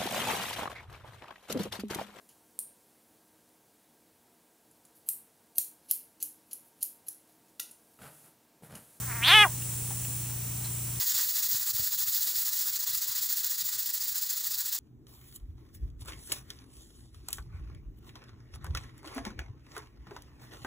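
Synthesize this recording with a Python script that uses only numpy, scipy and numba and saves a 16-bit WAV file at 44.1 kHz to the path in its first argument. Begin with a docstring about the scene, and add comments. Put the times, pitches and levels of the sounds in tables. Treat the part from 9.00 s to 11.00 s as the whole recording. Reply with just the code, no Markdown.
"""Scream of a captured frog

A frog held by a snake moans faintly, then breaks into one short wailing scream: a train of larynx
pulses, rough at first, that rises to a clear pitch and dulls as filters follow the closing mouth.
Dry litter ticks under the two animals as decaying resonant noise, with a faint short echo.
A low hum and a soft rumble, a high hiss and a thin whine go on behind, from sines and shaped noise."""
import sys
import numpy as np
from scipy import signal
from scipy.fft import rfft, irfft
from scipy.io import wavfile
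from scipy.ndimage import uniform_filter1d
from numba import njit

SR = 44100
rng = np.random.default_rng(int(sys.argv[2]) if len(sys.argv) > 2 else 0)


def unload_audio(sound):
    """Save the sound as a 16-bit wav file, at the path given as the first command line argument."""
    columns = np.transpose(np.atleast_2d(sound))
    # keep every value between -1 and 1, then stretch to whole-number steps
    steps = np.round(np.clip(columns, -1, 1) * 32767)
    wavfile.write(sys.argv[1], SR, steps.astype(np.int16))


N = 88200
T = np.arange(N) / SR
CUTOFF_HZ = 15800  # upper limit of the whole sound


def from_db(db):
    """Level law: decibels to amplitude gain."""
    return 10 ** (np.asarray(db) / 20)


def rms_one(x):
    """Normalisation: scale to unit mean power."""
    return x / np.sqrt(np.mean(x ** 2) + 1e-20)


def in_time(rows):
    """Linear interpolation: each column of a curve at every sample."""
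    time_s, *columns = np.transpose(rows)
    return [np.interp(T, time_s, column) for column in columns]


def at_hz(points, hz):
    """Logarithmic frequency scale: read a spectrum between its points."""
    point_hz, value = np.transpose(points)
    return np.interp(np.log(hz + 1), np.log(point_hz), value)


def during(span_s):
    """Gating: 1 inside a span of time, with soft edges."""
    inside = (T > span_s[0]) & (T < span_s[1])
    return uniform_filter1d(inside * 1., size=400)


def butter(x, hz, kind, order):
    """Causal filtering with a maximally flat passband."""
    return signal.sosfilt(signal.butter(order, hz, kind, fs=SR, output="sos"), x)


def resonate(x, hz, width_hz):
    """Fixed resonance: a damped pole pair with gain 1 on top."""
    r = np.exp(-np.pi * width_hz / SR)
    zeros = np.array([1, 0, -1]) * (1 - r * r) / 2
    poles = [1, -2 * r * np.cos(2 * np.pi * hz / SR), r * r]
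    return signal.lfilter(zeros, poles, x + 1e-18)


@njit
def moving_filter(x, g, damping):
    """Time-varying two-pole filter, tuning g = tan(pi f / SR): low-pass and band-pass outputs."""
    low, band, a, b = np.zeros(len(x)), np.zeros(len(x)), 0., 0.
    for i in range(len(x)):
        v = (a + g[i] * (x[i] - b)) / (1 + g[i] * (g[i] + damping[i]))
        low[i], band[i] = b + g[i] * v, v * damping[i]
        a, b = 2 * v - a, 2 * low[i] - b
    return low, band


def moving_resonance(x, hz, width_hz):
    """Gliding resonance: the centre moves while the gain on top stays 1."""
    return moving_filter(x, np.tan(np.pi * hz / SR), width_hz / hz)[1]


def colour(x, spectrum):
    """Spectral shaping: weight each frequency component by a gain curve."""
    hz = np.arange(N // 2 + 1) * SR / N
    return irfft(rfft(x) * from_db(at_hz(spectrum, hz)), N)


def coloured_noise(spectrum):
    """Stationary random noise of a given spectrum, at unit rms."""
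    return rms_one(colour(rng.standard_normal(N), spectrum))


def tones(rows):
    """Superposition of steady sines in random phase, from rows of pitch_hz and rms level_db."""
    out = np.zeros(N)
    for hz, db in rows:
        out += from_db(db) * np.sqrt(2) * np.sin(2 * np.pi * (hz * T + rng.random()))
    return out


# partials of the steady hum: pitch_hz [Hz], level_db [dB rms]
HUM_PARTIALS = [(59.2, -54), (74, -55.5), (88.8, -53), (120, -39), (145.8, -52), (177.3, -53.5)]


def hum():
    """Superposition of steady low sines."""
    return tones(HUM_PARTIALS)


# spectrum of the rumble: frequency_hz [Hz], relative_level_db [dB]
RUMBLE_SPECTRUM = [(25, -16), (45, -1), (65, -10), (110, -29), (180, -3.5), (260, 0.5), (400, -7.5),
                   (600, -13), (950, -11.5), (1500, -14), (2700, -12.5), (4500, -13.5), (5300, -14),
                   (6200, -9.5), (14000, -16.5), (16000, -10.5)]


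def rumble():
    """Partly coherent stereo noise: a common part plus a weaker part in opposite phase."""
    level_db, side_db = -43.5, -16  # side relative to the common part
    common = coloured_noise(RUMBLE_SPECTRUM)
    side = from_db(side_db) * coloured_noise(RUMBLE_SPECTRUM)
    return from_db(level_db) * (common + side * [[1], [-1]])


# spectrum of the hiss: frequency_hz [Hz], relative_level_db [dB]
HISS_SPECTRUM = [(5000, -21), (6400, -15), (7200, 0.5), (8500, 1), (10500, -1), (11500, -11), (14000, -12)]
# level of the hiss noise: time_s [s], level_db [dB rms]
HISS_LEVEL_CURVE = [(0, -41.5), (.3, -44.5), (.55, -41), (.7, -39.5), (1.17, -40), (1.36, -43.5),
                    (1.55, -42), (1.7, -40.5), (2, -41.5)]
# faint steady tones in the hiss: pitch_hz [Hz], level_db [dB rms]
HISS_TONES = [(5642, -60.5), (5712, -67), (5911, -61), (6180, -64), (10885, -85), (11154, -64)]


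def hiss():
    """Amplitude-modulated broadband noise with steady sines in it."""
    level_db, = in_time(HISS_LEVEL_CURVE)
    return from_db(level_db) * coloured_noise(HISS_SPECTRUM) + tones(HISS_TONES)


# spectrum of the narrow hiss: frequency_hz [Hz], relative_level_db [dB]
SMEAR_SPECTRUM = [(14000, -39), (14600, -9), (15300, -8), (15700, -1), (16000, -30)]
# tones inside the narrow hiss: pitch_hz [Hz], level_db [dB rms]
NARROW_HISS_TONES = [(15019, -57), (15288, -54), (15357, -57), (15556, -54)]


def whine():
    """Gated sine: the whine pauses, and a narrow band of noise and tones fills most of the gap."""
    pause_s, smear_s = (.24, 1.33), (.44, 1.33)
    whine_hz, whine_db, smear_db = 15331.6, -40, -43
    pure = tones([(whine_hz, whine_db)]) * (1 - during(pause_s))
    smear = from_db(smear_db) * coloured_noise(SMEAR_SPECTRUM) + tones(NARROW_HISS_TONES)
    return pure + smear * during(smear_s)


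def background():
    """Superposition of hum, rumble, hiss and whine."""
    return hum() + rumble() + hiss() + whine()


def surroundings(x):
    """Diffuse scattering: faint, short echoes from stones and stalks, as decaying noise."""
    echo_db, echo_t60_s, echo_top_hz = -23, .13, 2600
    scatter = butter(rng.standard_normal(N), echo_top_hz, "low", order=2)
    scatter = scatter * from_db(-60 * T / echo_t60_s)
    unit_energy = scatter / np.sqrt(np.sum(scatter ** 2))
    return from_db(echo_db) * signal.fftconvolve(x, unit_energy)[:N]


# ticks in the dry litter: start_s [s], level_db [dB, gain at the start], pitch_hz [Hz], t60_s [s]
LITTER_TICKS = [(0.621, -43.5, 2820, 0.035), (.904, -46, 820, 0.13), (1.049, -41.5, 2690, 0.031),
                (1.259, -48, 2720, 0.041), (1.297, -48.5, 990, 0.096), (1.644, -41.5, 4120, 0.11),
                (1.655, -49.5, 850, 0.074), (1.831, -51, 2580, 0.022), (1.957, -47, 3480, .03)]


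def litter():
    """Damped forced vibration: each tick is a dying scratch that rings a stalk or leaf."""
    width_hz, scratch_db = 83, -2
    out = np.zeros(N)
    for start_s, level_db, pitch_hz, t60_s in LITTER_TICKS:
        noise = rng.standard_normal(N)
        age_s = np.maximum(T - start_s, 0)
        ring = rms_one(resonate(noise, pitch_hz, width_hz))
        scratch = rms_one(butter(noise, [700, 5000], "band", order=1))
        tick = ring + from_db(scratch_db) * scratch
        out += tick * (T > start_s) * from_db(level_db - 60 * age_s / t60_s)
    return out


# pulse rate of the larynx before jitter: time_s [s], pitch_hz [Hz]
PULSE_RATE = [(0, 258), (.035, 284.7), (.075, 260.4), (.11, 238.3), (.135, 221.7), (.155, 240.3),
              (.2, 223.5), (.22, 227.3), (.25, 249.9), (.266, 263.7), (.292, 342.5), (.31, 355.3),
              (.336, 412.2), (.35, 435), (.37, 430.7), (.398, 418.3), (.43, 419), (.45, 405), (.468, 322),
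              (.49, 319.2)]
# unsteadiness of the pulses: time_s [s], roughness [0-1]
ROUGHNESS = [(.06, .6), (.13, .65), (.2, .3), (.245, .35), (.28, .55), (.33, .35), (.36, .15), (.39, .09),
             (.42, .13), (.47, .45)]


def larynx():
    """Pulsed excitation, uneven in time and strength, with a noise puff per cycle and a fundamental."""
    jitter, shimmer_db = .038, 2.5  # scale of the rate and strength changes at roughness 1
    (pitch_hz,), (rough,) = in_time(PULSE_RATE), in_time(ROUGHNESS)
    wobble, shimmer = rms_one(butter(rng.standard_normal((2, N)), 292, "low", order=2))
    phase = 2 * np.pi * np.cumsum(pitch_hz * (1 + jitter * rough * wobble)) / SR
    # equal partials in phase make sharp pulses
    pulses = sum(np.cos(k * phase) * (k * pitch_hz < CUTOFF_HZ) for k in range(1, 70))
    pulses = pulses * np.sqrt(pitch_hz / pitch_hz.max())
    # the puff peaks one radian after each pulse
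    breath = butter(rng.standard_normal(N), 1420, "high", order=2)
    puffs = rms_one(breath * (1 + np.cos(phase - 1))) * np.std(pulses)
    source = pulses * from_db(shimmer_db * rough * shimmer) + rough * puffs
    return source, puffs, np.cos(phase)


def throat(source, fundamental):
    """High-pass radiation of a small throat, with a weak fundamental and strained low noise added."""
    fundamental_db, flutter_db = -18.5, -26.5
    flutter = rms_one(butter(rng.standard_normal(N), (167, 546), "band", order=3))
    voice = butter(source, 774, "high", order=5)
    return voice + from_db(fundamental_db) * fundamental + from_db(flutter_db) * flutter


# ringing of the mouth cavity: time_s [s], centre_hz [Hz], boost_db [dB]
CAVITY_RINGING = [(.12, 1730, -1.5), (.21, 1760, 0), (.226, 2080, 11), (.241, 3160, 17), (.265, 3520, 13.5),
                  (.295, 3600, 4), (.35, 3170, 11), (.39, 3290, 8.5), (.425, 3520, 8), (.445, 2570, 13.5)]


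def mouth(voice, edge_hz):
    """Cavity resonance and moving low-pass: the open mouth lets the treble out."""
    cavity_width_hz, lag_width_hz = 276, 560
    ring_hz, boost_db = in_time(CAVITY_RINGING)
    voice = voice + (from_db(boost_db) - 1) * moving_resonance(voice, ring_hz, cavity_width_hz)
    # all-pass: partials near the mouth's edge leave late
    voice = voice - 2 * moving_resonance(voice, edge_hz, lag_width_hz)
    for damping in (1.73, 1.506, 1.136, 0.83, 0.57):
        voice = moving_filter(voice, np.tan(np.pi * edge_hz / SR), np.full(N, float(damping)))[0]
    return voice


# faint buzz above the throat's range: centre_hz [Hz], half_width_hz [Hz, half of each resonator's
# bandwidth], level_db [dB], opening_power [power of the mouth opening that it follows]
BUZZ_BANDS = [(5600, 1030, -14, 2.42), (9300, 800, -14.5, 0.72), (11500, 940, -18.5, 1.1),
              (13200, 710, -11.5, 5)]


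def buzz(source, puffs, edge_hz):
    """High formants: paired resonances of pulses and puffs, stronger as the mouth opens."""
    opening = edge_hz / edge_hz.max()
    raspy = source + .6 * puffs
    out = np.zeros(N)
    for centre_hz, half_width_hz, level_db, opening_power in BUZZ_BANDS:
        band = resonate(raspy, centre_hz, 2 * half_width_hz)
        band = resonate(band, centre_hz, 2 * half_width_hz)
        out += from_db(level_db) * opening ** opening_power * band
    return out


# effort of the cry: time_s [s], level_db [dB, gain of the voice]
CRY_EFFORT = [(0, -64), (.03, -52.5), (.06, -58), (.11, -44.5), (.16, -47), (.215, -46), (.235, -41.5),
              (.265, -37), (.29, -28), (.325, -25.5), (.355, -24), (.43, -23), (.455, -26), (.472, -33),
              (.5, -52), (.53, -80)]
# opening of the mouth: time_s [s], upper_edge_hz [Hz]
MOUTH_OPENING = [(0, 1900), (.13, 2480), (.21, 2270), (.24, 4000), (.28, 4780), (.31, 3990), (.35, 3550),
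                 (.425, 3330), (.44, 2380), (.455, 1299), (.48, 900)]


def frog():
    """Source-filter principle: larynx pulses pass throat, cavity and mouth under a changing effort."""
    full_effort_db, buzz_follows = -22, .74  # the buzz changes by 0.74 dB per dB of effort
    source, puffs, fundamental = larynx()
    (effort_db,), (edge_hz,) = in_time(CRY_EFFORT), in_time(MOUTH_OPENING)
    voice = mouth(throat(source, fundamental), edge_hz)
    buzz_db = full_effort_db + buzz_follows * (effort_db - full_effort_db)
    return from_db(effort_db) * voice + from_db(buzz_db) * buzz(source, puffs, edge_hz)


def scene():
    """Superposition: the animals are close and straight ahead, before the background."""
    near = frog() + litter()
    return near + surroundings(near) + background()


# spectrum of the stereo widening: frequency_hz [Hz], level_db [dB]
WIDENING = [(2500, -78), (3000, -25), (3300, -14), (4300, -29), (5500, -2), (7500, -2), (11400, -2.5),
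            (12400, -2), (15200, -16)]


def record(dry):
    """Decorrelation by delay: late treble is added left and taken away right; the top is cut steeply."""
    delay_s = .0203
    side = np.roll(colour(dry.mean(axis=0), WIDENING), int(delay_s * SR))
    steep_cut = signal.ellip(12, .1, 80, CUTOFF_HZ, fs=SR, output="sos")
    return signal.sosfilt(steep_cut, dry + side * [[1], [-1]])


dry = scene()
out = record(dry)
unload_audio(out)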